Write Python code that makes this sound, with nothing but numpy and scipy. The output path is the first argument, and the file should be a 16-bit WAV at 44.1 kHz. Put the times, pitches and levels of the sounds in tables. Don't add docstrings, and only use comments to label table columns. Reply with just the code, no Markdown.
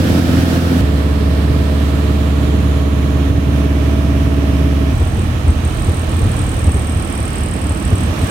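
import sys
import numpy as np
from scipy import signal
from scipy.fft import irfft
from scipy.io import wavfile
from scipy.ndimage import uniform_filter1d, minimum_filter1d

SR = 44100
rng = np.random.default_rng(int(sys.argv[2]) if len(sys.argv) > 2 else 0)


def dump(signal):
    limited = np.clip(np.atleast_2d(signal).T, -1, 1)
    pcm = np.round(limited * 32767).astype(np.int16)
    wavfile.write(sys.argv[1], SR, pcm)


N = 366030
TIME = np.arange(N) / SR
FREQ = np.maximum(np.fft.rfftfreq(N, 1 / SR), 1)


def undb(db):
    return 10 ** (np.asarray(db) / 20)


def curve(rows):
    return np.interp(TIME, *np.transpose(rows))


def swing(rows):
    return curve(rows) - np.mean(np.array(rows)[:, 1])


def walk(rate):
    knots = rng.standard_normal(1024)
    return np.interp(TIME * rate, np.arange(len(knots)), knots) * np.sqrt(3 / 2)


# centre in Hz, width in Hz, left change in dB, right change in dB.
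CABIN_PEAKS = [(203, 8.5, -3.5, 0), (230, 100, 3, 1), (397, 49, 0, -3.5), (442, 54, -12.5, 4.5),
               (558, 69, 2, -2), (625, 48, -3.5, 4.5), (1118, 130, 2, 4.5), (1299, 52, 7.5, 4.5),
               (1673, 55, 5.5, 1.5), (1820, 105, -3, 4), (2100, 250, 1.5, -1.5), (2320, 170, 2, 2),
               (3080, 2400, -2, 0), (4130, 550, 2.5, 1), (6600, 810, -5.5, 1), (7250, 1000, -3, 0.5),
               (8250, 1200, 0, -1), (11500, 1700, 0, 3), (13600, 2200, -1, 0.5)]


def colour(air, hz):
    points, *sides = np.transpose(air)
    db = np.array([np.interp(np.log(hz), np.log(points), side) for side in sides])
    for centre, width, left, right in CABIN_PEAKS:
        bump = np.exp(-2 * ((hz - centre) / width) ** 2)
        db = db + np.outer([left, right], bump)
    return db


def likeness(hz, span_s=0.00048):
    return np.sinc(2 * hz * span_s)


def stereo_spectrum(hz):
    mid, side = (rng.standard_normal((2, len(hz))) + 1j * rng.standard_normal((2, len(hz)))) / 2
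    mid = mid * np.sqrt(1 + likeness(hz))
    side = side * np.sqrt(1 - likeness(hz))
    return np.array([mid + side, mid - side])


def cycles(rpm):
    return np.cumsum(curve(rpm)) / (2 * 60 * SR)


def repeat(orders, amplitudes, cycle, size=8192):
    spectrum = np.zeros((2, size // 2 + 1), complex)
    spectrum[:, orders] = amplitudes * size / np.sqrt(2)
    points = np.arange(size) / size
    return np.array([np.interp(cycle % 1, points, wave) for wave in irfft(spectrum)])


def drone(lines, air, cycle, cycle_hz, waver_db, smear, change, count=4):
    orders, *levels = np.transpose(lines)
    orders = np.round(orders).astype(int)
    hz = orders * cycle_hz
    balance = undb(colour(air, hz))
    balance = balance / np.sqrt(np.mean(balance ** 2, axis=0))
    lead = np.arccos(likeness(hz)) * rng.choice([-1, 1], len(hz)) / 2
    delays = smear * rng.random(len(hz))
    phase = -2 * np.pi * np.cumsum(delays * np.diff(orders, prepend=0))
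    tones = balance * np.exp(1j * (phase + np.array([lead, -lead])))
    out = 0
    for k in (1, 2, count):
        family = np.gcd(orders, count) == k
        before, after = (repeat(orders[family], (tones * undb(db))[:, family], cycle)
                         for db in (levels[0], levels[-1]))
        waver = waver_db * walk(11) * (.4 if k == count else 1)
        out = out + (before + change * (after - before)) * undb(waver)
    return out


def clatter(air, cycle, cycle_hz, onset_hz=700, fade_hz=2200, count=260):
    orders = np.arange(1, count)
    hz = orders * cycle_hz
    band = np.clip(2 * hz / onset_hz - 1, 0, 1) / (1 + (hz / fade_hz) ** 2)
    lines = stereo_spectrum(hz) * undb(colour(air, hz)) * band * np.sqrt(cycle_hz)
    return repeat(orders, lines, cycle)


def canopy(sound, share=0.24, lag_s=0.000324, sway=0.13):
    lags = (lag_s * np.exp(sway * walk(0.793)) for _ in sound)
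    echo = np.array([np.interp(TIME - lag, TIME, side) for lag, side in zip(lags, sound)])
    return (sound + share * echo) / np.hypot(1, share)


# middle in seconds, half length in seconds, rise in dB.
ROUGH_AIR = [(0.15, 0.3, 2.5), (2.55, 0.22, 3), (3.317, 0.077, 5), (3.95, 0.19, 2.5), (6.348, 0.43, 2),
             (8.0, 0.15, 3)]
RUMBLE_WANDER_DB, RUMBLE_WANDER_PER_S = 1.0, 4


def turbulence():
    swells = sum(db * np.exp(-((TIME - s) / length) ** 2) for s, length, db in ROUGH_AIR)
    return swells + RUMBLE_WANDER_DB * walk(RUMBLE_WANDER_PER_S)


def slipstream(air, cycle, rush, rumble_db, throb, split_hz=330, throb_top_hz=1600, flicker_db=0.4):
    noise = stereo_spectrum(FREQ) * undb(colour(air, FREQ)) * np.sqrt(N * SR / 2)
    low, below_hiss = (1 / (1 + (FREQ / hz) ** 4) for hz in (split_hz, throb_top_hz))
    bands = (low, below_hiss - low, 1 - below_hiss)
    rumble, roar, hiss = (irfft(noise * band, N) for band in bands)
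    beats = sum(np.cos(2 * np.pi * (k * cycle + rng.random())) for k in (1, 2, 3, 6, 7))
    wind = roar * (1 + throb * beats) + canopy(hiss)
    wind = wind * undb(swing(rush) + flicker_db * walk(14))
    return rumble * undb(rumble_db + turbulence()) + wind


def cabin(rpm, lines, air, rush, drone_db, waver_db, smear, clatter_db, air_db, rumble_db, throb, change=0):
    cycle = cycles(rpm)
    cycle_hz = np.mean(np.array(rpm)[:, 1]) / (2 * 60)
    cycle = cycle + 0.0017 * walk(9)
    engine = undb(drone_db) * drone(lines, air, cycle, cycle_hz, waver_db, smear, change)
    engine = engine + undb(clatter_db) * clatter(air, cycle, cycle_hz)
    return engine + undb(air_db) * slipstream(air, cycle, rush, rumble_db, throb)


# time in seconds, speed in rpm.
CRUISE_RPM = [(0.0, 2535), (0.4, 2534), (0.8, 2529)]
# multiple of the four-stroke cycle rate, relative rms level in dB.
CRUISE_ORDERS = [(3, -42), (4, -16.5), (5, -35), (6, -39), (7, -32), (8, -21), (9, -38), (10, -24.5),
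                 (11, -40), (12, -21.5), (13, -23.5), (14, -34.5), (15, -45), (16, -28), (17, -36.5),
                 (19, -49), (20, -37), (21, -40), (23, -35.5), (24, -40), (25, -36.5), (27, -46), (28, -43),
                 (29, -55)]
# frequency in Hz, relative left level in dB per Hz, relative right level in dB per Hz.
CRUISE_AIR = [(30, -63, -59), (70, -48.5, -44), (112, -34.5, -40), (162, -51.5, -48.5), (290, -45, -42),
              (392, -57, -50.5), (654, -53.5, -52), (1100, -66, -61.5), (1470, -62, -54),
              (2250, -65.5, -63.5), (3660, -63.5, -61.5), (5040, -71.5, -66.5), (10000, -76, -74.5),
              (15500, -81, -76)]
# time in seconds, relative strength in dB.
CRUISE_RUSH = [(0.5, -23.5), (0.8, -25)]


def cruise():
    return cabin(CRUISE_RPM, CRUISE_ORDERS, CRUISE_AIR, CRUISE_RUSH,
                 drone_db=0.54, waver_db=0.7, smear=0.351, clatter_db=-3,
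                 air_db=-1.4, rumble_db=1.8, throb=0.059)


# time in seconds, speed in rpm.
LEVEL_RPM = [(0.82, 2176), (2.1, 2182), (3.3, 2157), (3.8, 2150), (4.93, 2134)]
# multiple of the cycle rate (rounded to a whole number),
# relative rms level in dB before the phone swings, relative rms level in dB after.
LEVEL_ORDERS = [(3, -40.5, -39), (4, -13.5, -13.5), (5, -26, -26.5), (6, -36.5, -37), (7, -28, -27),
                (8, -28.5, -29), (9, -26.5, -27.5), (10, -35.5, -45), (11, -30.5, -34.5),
                (12, -27.5, -27.5), (14, -46, -38), (15, -27, -24.5), (16, -26, -23.5), (17, -42.5, -37),
                (18, -41, -37.5), (19, -35, -34.5), (20, -40, -39), (22, -48, -53), (23, -37, -35.5),
                (24, -31, -34.5), (25, -57, -62), (28, -38.5, -43), (34, -39, -38.5), (35, -38, -43),
                (36, -41, -47), (37, -46.5, -36), (38, -42.5, -46.5), (61, -43.5, -44), (72.5, -58, -68)]
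# frequency in Hz, relative left level in dB per Hz, relative right level in dB per Hz.
LEVEL_AIR = [(25, -61, -64), (45, -55, -46), (65.8, -48.5, -49), (114, -43, -38), (164, -48.5, -44.5),
             (312, -54, -51), (382, -56.5, -51), (557, -59, -55), (920, -67.5, -62.5), (1660, -71, -61.5),
             (3300, -71, -66), (4660, -77, -72.5), (10000, -81.5, -80.5), (15500, -88, -85.5)]
# time in seconds, relative strength in dB.
LEVEL_RUSH = [(2.4, -26), (2.9, -27.3), (4.9, -26.5)]
# time in seconds, share of the way from 0 to 1.
PHONE_SWING = [(2.7, 0), (3.8, 1)]


def level_flight():
    return cabin(LEVEL_RPM, LEVEL_ORDERS, LEVEL_AIR, LEVEL_RUSH,
                 drone_db=-0.5, waver_db=0.4, smear=.7, clatter_db=-1.2,
                 air_db=-1.24, rumble_db=0.9, throb=0.14, change=curve(PHONE_SWING))


# time in seconds, speed in rpm.
APPROACH_RPM = [(4.95, 2522.0), (5.4, 2504.0), (5.85, 2438.0), (6.9, 2360.0), (7.6, 2307.0), (8.3, 2280.0)]
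# multiple of the cycle rate, relative rms level in dB
# before the throttle closes, relative rms level in dB after.
APPROACH_ORDERS = [(2, -27, -37), (4, -20.5, -26), (6, -26.5, -39), (8, -35, -36.5), (10, -43, -36),
                   (11, -40, -41)]
# frequency in Hz, relative left level in dB per Hz, relative right level in dB per Hz.
APPROACH_AIR = [(25, -67, -61), (45.3, -43, -36), (70, -32, -30), (108.4, -36, -38), (151, -46.5, -44.5),
                (314, -50.5, -44.5), (380, -59.5, -51), (634, -63, -57), (950, -66.5, -61),
                (1700, -71.5, -62.5), (3130, -73, -67), (4870, -78.5, -74), (9700, -82, -81.5),
                (15500, -90.5, -87.5)]
# time in seconds, relative strength in dB.
APPROACH_RUSH = [(5.0, -32.7), (6.1, -31.5), (7.75, -32.7), (8.3, -28.5)]
# time in seconds, share of the way from 0 to 1.
THROTTLE_CLOSING = [(6.7, 0), (7.1, 1)]


def approach():
    flight = cabin(APPROACH_RPM, APPROACH_ORDERS, APPROACH_AIR, APPROACH_RUSH,
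                   drone_db=0.0, waver_db=1.5, smear=0.99, clatter_db=-5.5,
                   air_db=0.84, rumble_db=-4.6, throb=0.11, change=curve(THROTTLE_CLOSING))
    return flight + buffets() + squeak()


# start in seconds, end in seconds, firmness of the contact in dB.
SQUEAK_BOUTS = [(4.93, 5.255, 0), (5.465, 5.52, 2), (5.64, 6.03, -1.5), (6.08, 6.35, -3.5), (6.35, 8.07, 0),
                (8.17, 8.4, 0.5)]
GRAZE_DB = -12
SQUEAK_DB, SQUEAK_RPM, DETUNED_DB = -34, 2364, -4


def squeak_level():
    bouts = [np.where((TIME >= start) & (TIME < end), db, GRAZE_DB) for start, end, db in SQUEAK_BOUTS]
    contact_db = np.max(bouts, axis=0)
    detuned = ((curve(APPROACH_RPM) - SQUEAK_RPM) / 100) ** 2
    return undb(SQUEAK_DB + DETUNED_DB * detuned + contact_db)


# time in seconds, pitch in Hz.
SQUEAK_PITCH = [(4.95, 8020), (5.6, 8380), (7.6, 8370), (7.75, 8150), (8.3, 8090)]
RUB_AT_TURN = 0.293


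def squeak(rise_s=0.0019, fall_s=0.0027, glide_hz=120, scatter_hz=30, scatter_db=1.55,
           upper_hz=8990, upper_db=-7, upper_lag_s=0.0023, rasp_hz=8500, rasp_width_hz=950, rasp_db=-9,
           tail_s=0.013, tail_db=-6.5, ring_db=-11, left_db=2.5, right_db=-5.0):
    turns = 2 * cycles(APPROACH_RPM) - RUB_AT_TURN + .5
    turn = turns.astype(int)
    period = 1 / (np.gradient(turns) * SR)
    detune, size = rng.standard_normal((turn[-1] + 1, 2))[turn].T
    age = (turns % 1 - .5) * period
    stroke = np.exp(-(age / np.where(age < 0, rise_s, fall_s)) ** 2) * undb(scatter_db * size)
    stroke = stroke / np.sqrt(np.mean(stroke ** 2)) * squeak_level()
    hold = np.exp(-1 / (tail_s * SR))
    tail = np.sqrt(signal.lfilter([1 - hold], [1, -hold], stroke ** 2))
    ring = np.hypot(stroke, undb(ring_db) * tail)
    bend = glide_hz * np.clip(age / fall_s, -2, .5) + scatter_hz * detune
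    main, upper = (np.sqrt(2) * np.exp(2j * np.pi * np.cumsum(hz + bend) / SR)
                   for hz in (curve(SQUEAK_PITCH), upper_hz))
    main = main * ring
    upper = upper * undb(upper_db) * np.interp(TIME - upper_lag_s, TIME, ring)
    left = undb(left_db) * main + .5 * upper
    right = (undb(right_db) * main + upper) * np.exp(-2j)
    tones = np.real([left, right])
    rasp_band = 1 / (1 + ((FREQ - rasp_hz) / rasp_width_hz) ** 2) ** 1.5
    rasp = irfft(stereo_spectrum(FREQ) * rasp_band, N)
    return tones + rasp / rasp.std() * np.hypot(undb(rasp_db) * stroke, undb(tail_db) * tail)


# time of the peak in seconds, relative level in dB.
BUFFETS = [(5.018, -6), (5.189, -11), (5.495, -2), (5.893, -7), (6.26, -8.5), (6.482, -10.5), (6.687, -2.5),
           (6.764, -9), (7.712, -11), (7.928, -5.5), (8.239, -11.5)]


def buffets(boom_hz=80, length_s=0.018, gain_db=1, shake_db=-15, shake_hz=340):
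    panels = signal.butter(2, [shake_hz / 4, shake_hz], "band", fs=SR, output="sos")
    shake = signal.sosfilt(panels, rng.standard_normal(N))
    shake = shake / shake.std() * undb(shake_db)
    out = np.zeros(N)
    chances = 2 * rng.random((len(BUFFETS), 2)) - 1
    for (s, db), (detune, phase) in zip(BUFFETS, chances):
        t = TIME - s
        boom = np.sin(2 * np.pi * boom_hz * (1 + 0.13 * detune) * t + np.pi * phase)
        out += undb(db + gain_db) * np.exp(-(t / length_s) ** 2) * (boom + shake)
    return out


def splice(before, after, at_s):
    turn = np.clip((TIME - at_s) / .008 + .5, 0, 1) * np.pi / 2
    return before * np.cos(turn) + after * np.sin(turn)


# cruise to level flight in seconds, level flight to approach in seconds.
CUTS_S = (.812, 4.93)


def scene():
    first, second, third = cruise(), level_flight(), approach()
    return splice(splice(first, second, CUTS_S[0]), third, CUTS_S[1])


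CEILING_DB, RELEASE_DB_PER_S = -0.24, 16


def limiter(sound, size=131):
    peak_db = 20 * np.log10(np.abs(sound).max(axis=0) + 1e-9)
    over_db = np.maximum(peak_db - CEILING_DB, 0)
    recovery = RELEASE_DB_PER_S * TIME
    cut_db = np.maximum.accumulate(over_db + recovery) - recovery
    return sound * undb(uniform_filter1d(minimum_filter1d(-cut_db, size), size))


TOP_HZ = 16050


def record(dry):
    dry = signal.sosfilt(signal.butter(2, 22, "high", fs=SR, output="sos"), dry)
    top_cut = signal.ellip(10, .2, 80, TOP_HZ, fs=SR, output="sos")
    return signal.sosfilt(top_cut, limiter(dry))


dry = scene()
out = record(dry)
dump(out)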